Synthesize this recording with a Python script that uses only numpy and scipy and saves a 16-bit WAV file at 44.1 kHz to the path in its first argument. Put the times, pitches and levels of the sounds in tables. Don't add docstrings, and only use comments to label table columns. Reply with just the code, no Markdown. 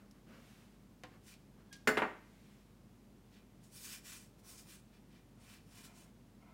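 import sys
import numpy as np
from scipy import signal
from scipy.fft import rfft, irfft
from scipy.io import wavfile
from scipy.ndimage import map_coordinates

SR = 44100
rng = np.random.default_rng(int(sys.argv[2]) if len(sys.argv) > 2 else 0)


def int16_out(signal):
    q = np.round(np.clip(np.atleast_2d(signal).T, -1, 1) * 32767)
    wavfile.write(sys.argv[1], SR, q.astype(np.int16))


N = 288120

# t/s, table level/dB, blade level/dB, handle level/dB, treble limit/Hz,
# delay of a second contact/s, its level/dB
BLOWS = [(1.8728, -1, -2, -35.5, 13100, 0.0038, 0.5), (1.9707, -8, -14, -34, 3320, .004, 2.5),
         (2.0191, -11, -15.5, -29.5, 2290, 0.00294, -10)]
# f/Hz, level/dB, t60/s (the time to die away by 60 dB)
TABLE_MODES = [(155.6, -42, 0.25), (208, -33, 0.12), (236.7, -33, 0.23), (266, -41.5, 0.26),
               (304, -38.5, .18), (370, -37, 0.19), (429.5, -29.5, 0.27), (522, -39.5, .19),
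               (538, -40.5, 0.26), (625.5, -34.5, 0.34), (676, -41, 0.17), (756, -40, 0.22),
               (838, -37, .18), (890, -43.5, .16), (1024, -49, .13), (1104, -43, .17), (1268, -43, .18),
               (1280, -35, 0.28), (1416, -33.5, 0.15)]
BLADE_MODES = [(1490, -32, 0.192), (1506, -33, .19), (1540, -31.5, 0.14), (1630, -33.5, 0.14),
               (1686, -35.5, 0.17), (1720, -34.5, 0.17), (2020, -33.5, 0.15), (2080, -33.5, 0.21),
               (2220, -40, 0.19), (2810, -38.5, .08), (3040, -53, .11), (3530, -42, .08), (4466, -45, .2),
               (5260, -47.5, 0.15), (5320, -50, 0.12), (7140, -41.5, 0.11), (7165, -43, .1),
               (9490, -44.5, 0.15), (11680, -48, 0.19), (12050, -48, .12)]
# f/Hz, level/dB
BLADE_RING = [(130, -7), (240, 8.5), (420, -2), (800, -7.5), (1300, -1), (1600, 4), (2150, 2), (2450, -2.5),
              (2800, -4), (3500, -13.5), (4100, -10.5), (8000, -18.5), (11000, -26.5), (13500, -18.5),
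              (15500, -21)]
HANDLE_RING = [(60, -24), (130, -11), (240, 2), (500, -2), (900, 4), (1600, 0.5), (2700, -3), (3400, -6),
               (4300, -15), (8000, -17.5), (15000, -24)]
# f/Hz, t60/s
RING_T60 = [(100, 0.13), (400, 0.22), (1500, 0.18), (3000, 0.13), (6000, 0.145), (15000, 0.18)]
def clatter(rise_s=0.00044, blade_ring_db=-29, tick_db=-14, flat_at_s=1.965, settle_s=0.023):
    knocks, metal = np.zeros(N), np.zeros(N)
    rise = 1 - np.exp(-np.arange(SR) / SR / rise_s)
    crack = 1 + from_db(1) * decay(t60=0.02)
    for s, table_db, blade_db, handle_db, bright_hz, again_s, again_db in BLOWS:
        add(knocks, s, from_db(table_db) * rise * struck(TABLE_MODES, spread_db=1.5))
        blade_tones = contact(struck(BLADE_MODES, spread_db=2.0), bright_hz)
        add(metal, s, from_db(blade_db) * rise * blade_tones)
        tick_gain = from_db(tick_db) * min(bright_hz / 3000, 1.5) ** 3.3
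        for at, force in ((s, 1), (s + again_s, from_db(again_db))):
            blade = from_db(blade_db + blade_ring_db) * dying_noise(BLADE_RING, RING_T60)
            handle = from_db(handle_db) * dying_noise(HANDLE_RING, RING_T60)
            ring = force * rise * crack * (blade + handle)
            add(knocks, at, contact(ring, bright_hz) + tick_gain * band(ring, 4430, 20000))
    low, high = (pass_filter(metal, kind, hz=3500, order=2) for kind in ("low", "high"))
    high_db = np.interp(np.arange(N) / SR, [flat_at_s, flat_at_s + settle_s], [2.5, -19.5])
    return knocks + low - from_db(high_db) * high


def struck(modes, spread_db):
    t = np.arange(SR) / SR
    chance_db = rng.normal(0, 1, len(modes)) * spread_db
    return sum((-1) ** k * from_db(db + chance_db[k]) * decay(t60) * np.sin(2 * np.pi * hz * t)
               for k, (hz, db, t60) in enumerate(modes))


def contact(x, bright_hz):
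    return pass_filter(x, "low", bright_hz, order=4)


# t/s, level/dB, lowest f/Hz, highest f/Hz, t60/s
TOUCHES = [(0.1114, -66.5, 2500, 9600, 0.047), (1.0356, -50, 450, 2720, 0.12),
           (1.3393, -62.5, 1790, 5000, 0.11), (1.7276, -51.5, 2000, 7000, 0.15),
           (1.765, -71, 5000, 16430, 0.052)]
# f/Hz, level/dB, t60/s
CANVAS_MODES = [(293.5, -57, 0.48), (503, -50.5, 0.17), (741, -50, 0.12), (1060, -54, .15), (2380, -57, .1)]
def touches(tick_db=6, tick_t60=0.011, canvas_tap_s=1.0355, canvas_db=-3):
    out = np.zeros(N)
    for s, db, low_hz, high_hz, t60 in TOUCHES:
        ring = rms_one(band(rng.standard_normal(SR), low_hz, high_hz)) * decay(t60)
        tick = rms_one(band(rng.standard_normal(SR), low_hz, high_hz, order=1)) * decay(tick_t60)
        add(out, s, from_db(db) * (ring + from_db(tick_db) * tick))
    add(out, canvas_tap_s, from_db(canvas_db) * struck(CANVAS_MODES, spread_db=1.5))
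    return out


# loudest t/s, swell/s, fade/s, level/dB
SQUEAKS = [(1.724, 0.017, 0.025, -59.5), (1.76, .015, 0.023, -62.5)]
def squeak(pitch_hz=1630, waver=0.0084, octave_db=-11):
    phase = 2 * np.pi * np.cumsum(pitch_hz * (1 + waver * drift(120))) / SR
    tone = np.sin(phase) + from_db(octave_db) * np.sin(2 * phase)
    return swells(SQUEAKS)[0] * np.sqrt(2) * tone


# firmest t/s, swell/s, fade/s, hiss level/dB, canvas level/dB
STROKES = [(1.308, 0.091, 0.066, -61.5, -64), (3.36, 0.094, 0.1, -78.5, -69.5),
           (3.645, .03, 0.066, -68, -77), (3.775, 0.084, 0.16, -56, -65.5), (3.85, 0.069, 0.09, -52, -67),
           (3.918, 0.13, .1, -49.5, -55.5), (4.065, 0.035, 0.074, -55, -60),
           (4.115, 0.083, 0.12, -53.5, -57.5), (4.2, .06, 0.095, -61, -66.5),
           (4.395, 0.017, 0.027, -70, -77), (4.495, 0.072, 0.16, -57.5, -67),
           (4.585, 0.032, 0.094, -59.5, -68), (4.712, 0.067, 0.11, -59, -61.5),
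           (4.95, 0.065, 0.076, -84, -72.5), (5.14, 0.065, 0.11, -84, -69.5), (5.43, 0.063, 0.09, -70, -69),
           (5.515, 0.081, 0.13, -64.5, -62), (5.795, 0.16, 0.18, -62.5, -64.5),
           (5.85, .02, .05, -61, -65.5), (5.997, 0.094, 0.11, -64, -68.5)]
# f/Hz, level/dB
HISS_COLOUR = [(1500, -34), (3000, -9), (4500, -2), (5400, 1), (6100, 0), (7300, 0), (8600, 1.5),
               (10000, -0.5), (11500, -5), (15500, -4.5)]
CANVAS_COLOUR = [(300, -1), (600, -15), (1000, -0.5), (1600, 3.5), (2000, 5.5), (2250, -1.5), (3200, 1.5),
                 (4500, 1), (9000, -14)]
HISS_BANDS = [0, 3500, 4800, 6200, 8000, 10500]
# f/Hz, width/Hz, level/dB
CANVAS_PEAKS = [(715, 50, -8), (934, 60, -6), (1514, 50, -3.5), (1730, 17, -7), (2405, 41, 15),
                (2583, 39, 8.5), (2680, 47, 3.5), (2960, 74, 5), (3466, 30, 4), (5430, 77, 4)]
def rubbing(grain_db=3, unevenness_db=1.45, patchy_db=1.5, firm_db=-52):
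    hiss_gain, body_gain = swells(STROKES)
    force = hiss_gain / from_db(firm_db)
    tiny_slips = rng.standard_normal((2, N)) * from_db(grain_db * rng.standard_normal((2, N)))
    body_slips, hiss_slips = tiny_slips + snags()
    pressure = from_db(unevenness_db * drift(70))
    spectrum = rfft(under_palm(colour(hiss_slips, HISS_COLOUR)))
    band_index = np.digitize(np.arange(N // 2 + 1) * SR / N, HISS_BANDS)
    *lower, top = [irfft(spectrum * (band_index == k), N) * from_db(patchy_db * drift(12))
                   for k in np.unique(band_index)]
    hiss = hiss_gain * (sum(lower) + top * force ** 0.098)
    body = colour(body_slips, CANVAS_COLOUR)
    drive = pressure * body_gain * body / np.std(body + resonate(body, CANVAS_PEAKS))
    ringing = resonate(drive * (.5 + force) ** 0.4, CANVAS_PEAKS)
    return pressure * hiss + drive + ringing


def snags(per_second=500, smallest_db=4):
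    caught = rng.random(N) < per_second / SR
    return caught * from_db(smallest_db + 2 * np.minimum(rng.exponential(1, N), 3))


def under_palm(x, delay_s=0.000704, sway=0.26, echo_db=-11.5):
    lag = delay_s * SR * np.exp(sway * drift(9))
    echo = map_coordinates(x, [np.arange(N) - lag], order=3)
    return rms_one(x + from_db(echo_db) * echo)


# firmest t/s, swell/s, fade/s, level/dB
FRAME_PUSHES = [(4.5, 0.13, 0.27, -71.5), (5.48, 0.16, .15, -75), (5.84, 0.22, 0.43, -69),
                (6.44, 0.048, 0.27, -69.5)]
# f/Hz, width/Hz, level/dB
FRAME_PEAKS = [(474, 23, -4), (722, 64, 3), (928, 89, -1), (1032, 58, -2), (1295, 80, -1.5),
               (2100, 150, -3.5), (2400, 90, -15)]
def frame(unevenness_db=3):
    friction = rng.standard_normal(N) * from_db(unevenness_db * drift(40))
    ring = resonate(band(friction, 410, 2800), FRAME_PEAKS)
    return swells(FRAME_PUSHES)[0] * rms_one(ring)


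# loudest t/s, swell/s, fade/s, level/dB
SHUFFLES = [(0, .02, .11, -62), (.17, 0.047, 0.05, -69), (.3, 0.039, 0.093, -58), (.345, .04, 0.15, -61.5),
            (1.12, .05, 0.083, -63.5), (1.61, 0.066, .12, -69.5)]
# f/Hz, level/dB
SHUFFLE_COLOUR = [(110, 1), (210, 14), (400, 3.5), (650, 1.5), (850, -8.5), (1150, -0.5), (1600, -3),
                  (2400, -8.5), (2900, -7), (3600, -18), (4500, -14.5), (9000, -27)]
def shuffling(unevenness_db=3):
    rustle = colour(rng.standard_normal(N), SHUFFLE_COLOUR)
    return swells(SHUFFLES)[0] * rustle * from_db(unevenness_db * drift(60.1))


# loudest t/s, swell/s, fade/s, level/dB
SWISHES = [(.5, 0.28, 0.37, -68), (2.5, 0.79, 0.29, -73)]
# f/Hz, level/dB
SWISH_COLOUR = [(500, -5), (1100, -5.5), (2000, -2), (2800, -4.5), (3400, -6), (8000, -12), (15000, -18.5)]
def clothing(unevenness_db=0.2):
    swish = colour(rng.standard_normal(N), SWISH_COLOUR)
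    return swells(SWISHES)[0] * swish * from_db(unevenness_db * drift(40))


# f/Hz, t60/s
ROOM_T60 = [(100, 0.56), (500, 0.4), (2000, 0.46), (5000, 0.51), (15000, 0.56)]
def room(x, echo_db, build_s):
    tail = dying_noise([(200, 0), (2500, 0), (12000, -7)], ROOM_T60)
    tail *= 1 - np.exp(-np.arange(SR) / SR / build_s)
    return x + from_db(echo_db) * signal.fftconvolve(x, tail / np.linalg.norm(tail))[:N]


# f/Hz, level/dB
AIR_COLOUR = [(35, -34), (60, -5.5), (76, -12.5), (102, -4), (145, -3.5), (210, -2.5), (266, -6.5),
              (443, -14), (657, -19), (756, -20.5), (1120, -23.5), (1700, -28), (1910, -28), (3580, -31.5),
              (15500, -39)]
# f/Hz, level/dB
HUM_TONES = [(48.4, -70), (101, -77), (122, -76), (204.6, -71), (236, -78)]
def ventilation_and_hum(air_db=-63, wander_rad=0.34):
    t = np.arange(N) / SR
    hum = sum(np.sqrt(2) * from_db(db) * np.sin(2 * np.pi * hz * t + wander_rad * drift(2.9))
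              for hz, db in HUM_TONES)
    return from_db(air_db) * colour(rng.standard_normal(N), AIR_COLOUR) + hum


def swells(rows, drop_db=24, roundness=1.87):
    t = np.arange(N) / SR
    power = np.zeros((len(rows[0][3:]), N))
    for s, swell_s, fade_s, *levels_db in rows:
        away = np.maximum((s - t) / swell_s, (t - s) / fade_s)
        near = away < 3
        shape = from_db(-drop_db * away[near] ** roundness)
        power[:, near] += np.outer(from_db(levels_db), shape) ** 2
    return np.sqrt(power)


def dying_noise(spectrum, t60s):
    edges_hz = 45 * 2 ** np.arange(0, 8.6, .5)
    steady, dying = 0, 0
    for low, high in zip(edges_hz, edges_hz[1:]):
        hz = np.sqrt(low * high)
        noise = band(rng.standard_normal(2 * SR), low, high)[SR:] * from_db(at_hz(spectrum, hz))
        steady += noise
        dying += noise * decay(at_hz(t60s, hz))
    return dying / np.std(steady)


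def resonate(x, peaks):
    return sum(from_db(db) * signal.lfilter(*signal.iirpeak(hz, hz / width, fs=SR), x)
               for hz, width, db in peaks)


def colour(x, spectrum):
    hz = np.arange(N // 2 + 1) * SR / N
    bass_cut = np.minimum(hz / spectrum[0][0], 1) ** 2
    return rms_one(irfft(rfft(x) * from_db(at_hz(spectrum, hz)) * bass_cut, N))


def pass_filter(x, kind, hz, order):
    return signal.sosfilt(signal.butter(order, hz, kind, fs=SR, output="sos"), x)


def band(x, low_hz, high_hz, order=2):
    return pass_filter(x, "band", [low_hz, high_hz], order)


def drift(turns_per_s):
    points = rng.standard_normal(2048)
    return np.interp(np.arange(N) / SR * turns_per_s, np.arange(len(points)), points)


def decay(t60):
    return from_db(-60 * np.arange(SR) / SR / t60)


def add(out, s, sound):
    start = round(s * SR)
    out[start:start + len(sound)] += sound[:N - start]


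def at_hz(points, hz):
    freqs, values = np.transpose(points)
    return np.interp(np.log(np.maximum(hz, 1)), np.log(freqs), values)


def from_db(db):
    return 10 ** (np.asarray(db) / 20)


def rms_one(x):
    return x / np.sqrt(np.mean(x ** 2) + 1e-20)


def scene():
    knife = room(clatter() + touches() + squeak(), echo_db=-14.5, build_s=0.0082)
    hands = room(rubbing() + frame() + shuffling() + clothing(), echo_db=-15.5, build_s=0.002)
    return (knife + hands + ventilation_and_hum())[None]


def record(dry, lowest_hz=38, highest_hz=15850):
    x = pass_filter(dry, "high", lowest_hz, order=6)
    return signal.sosfilt(signal.ellip(12, .1, 70, highest_hz, fs=SR, output="sos"), x)


dry = scene()
out = record(dry)
int16_out(out)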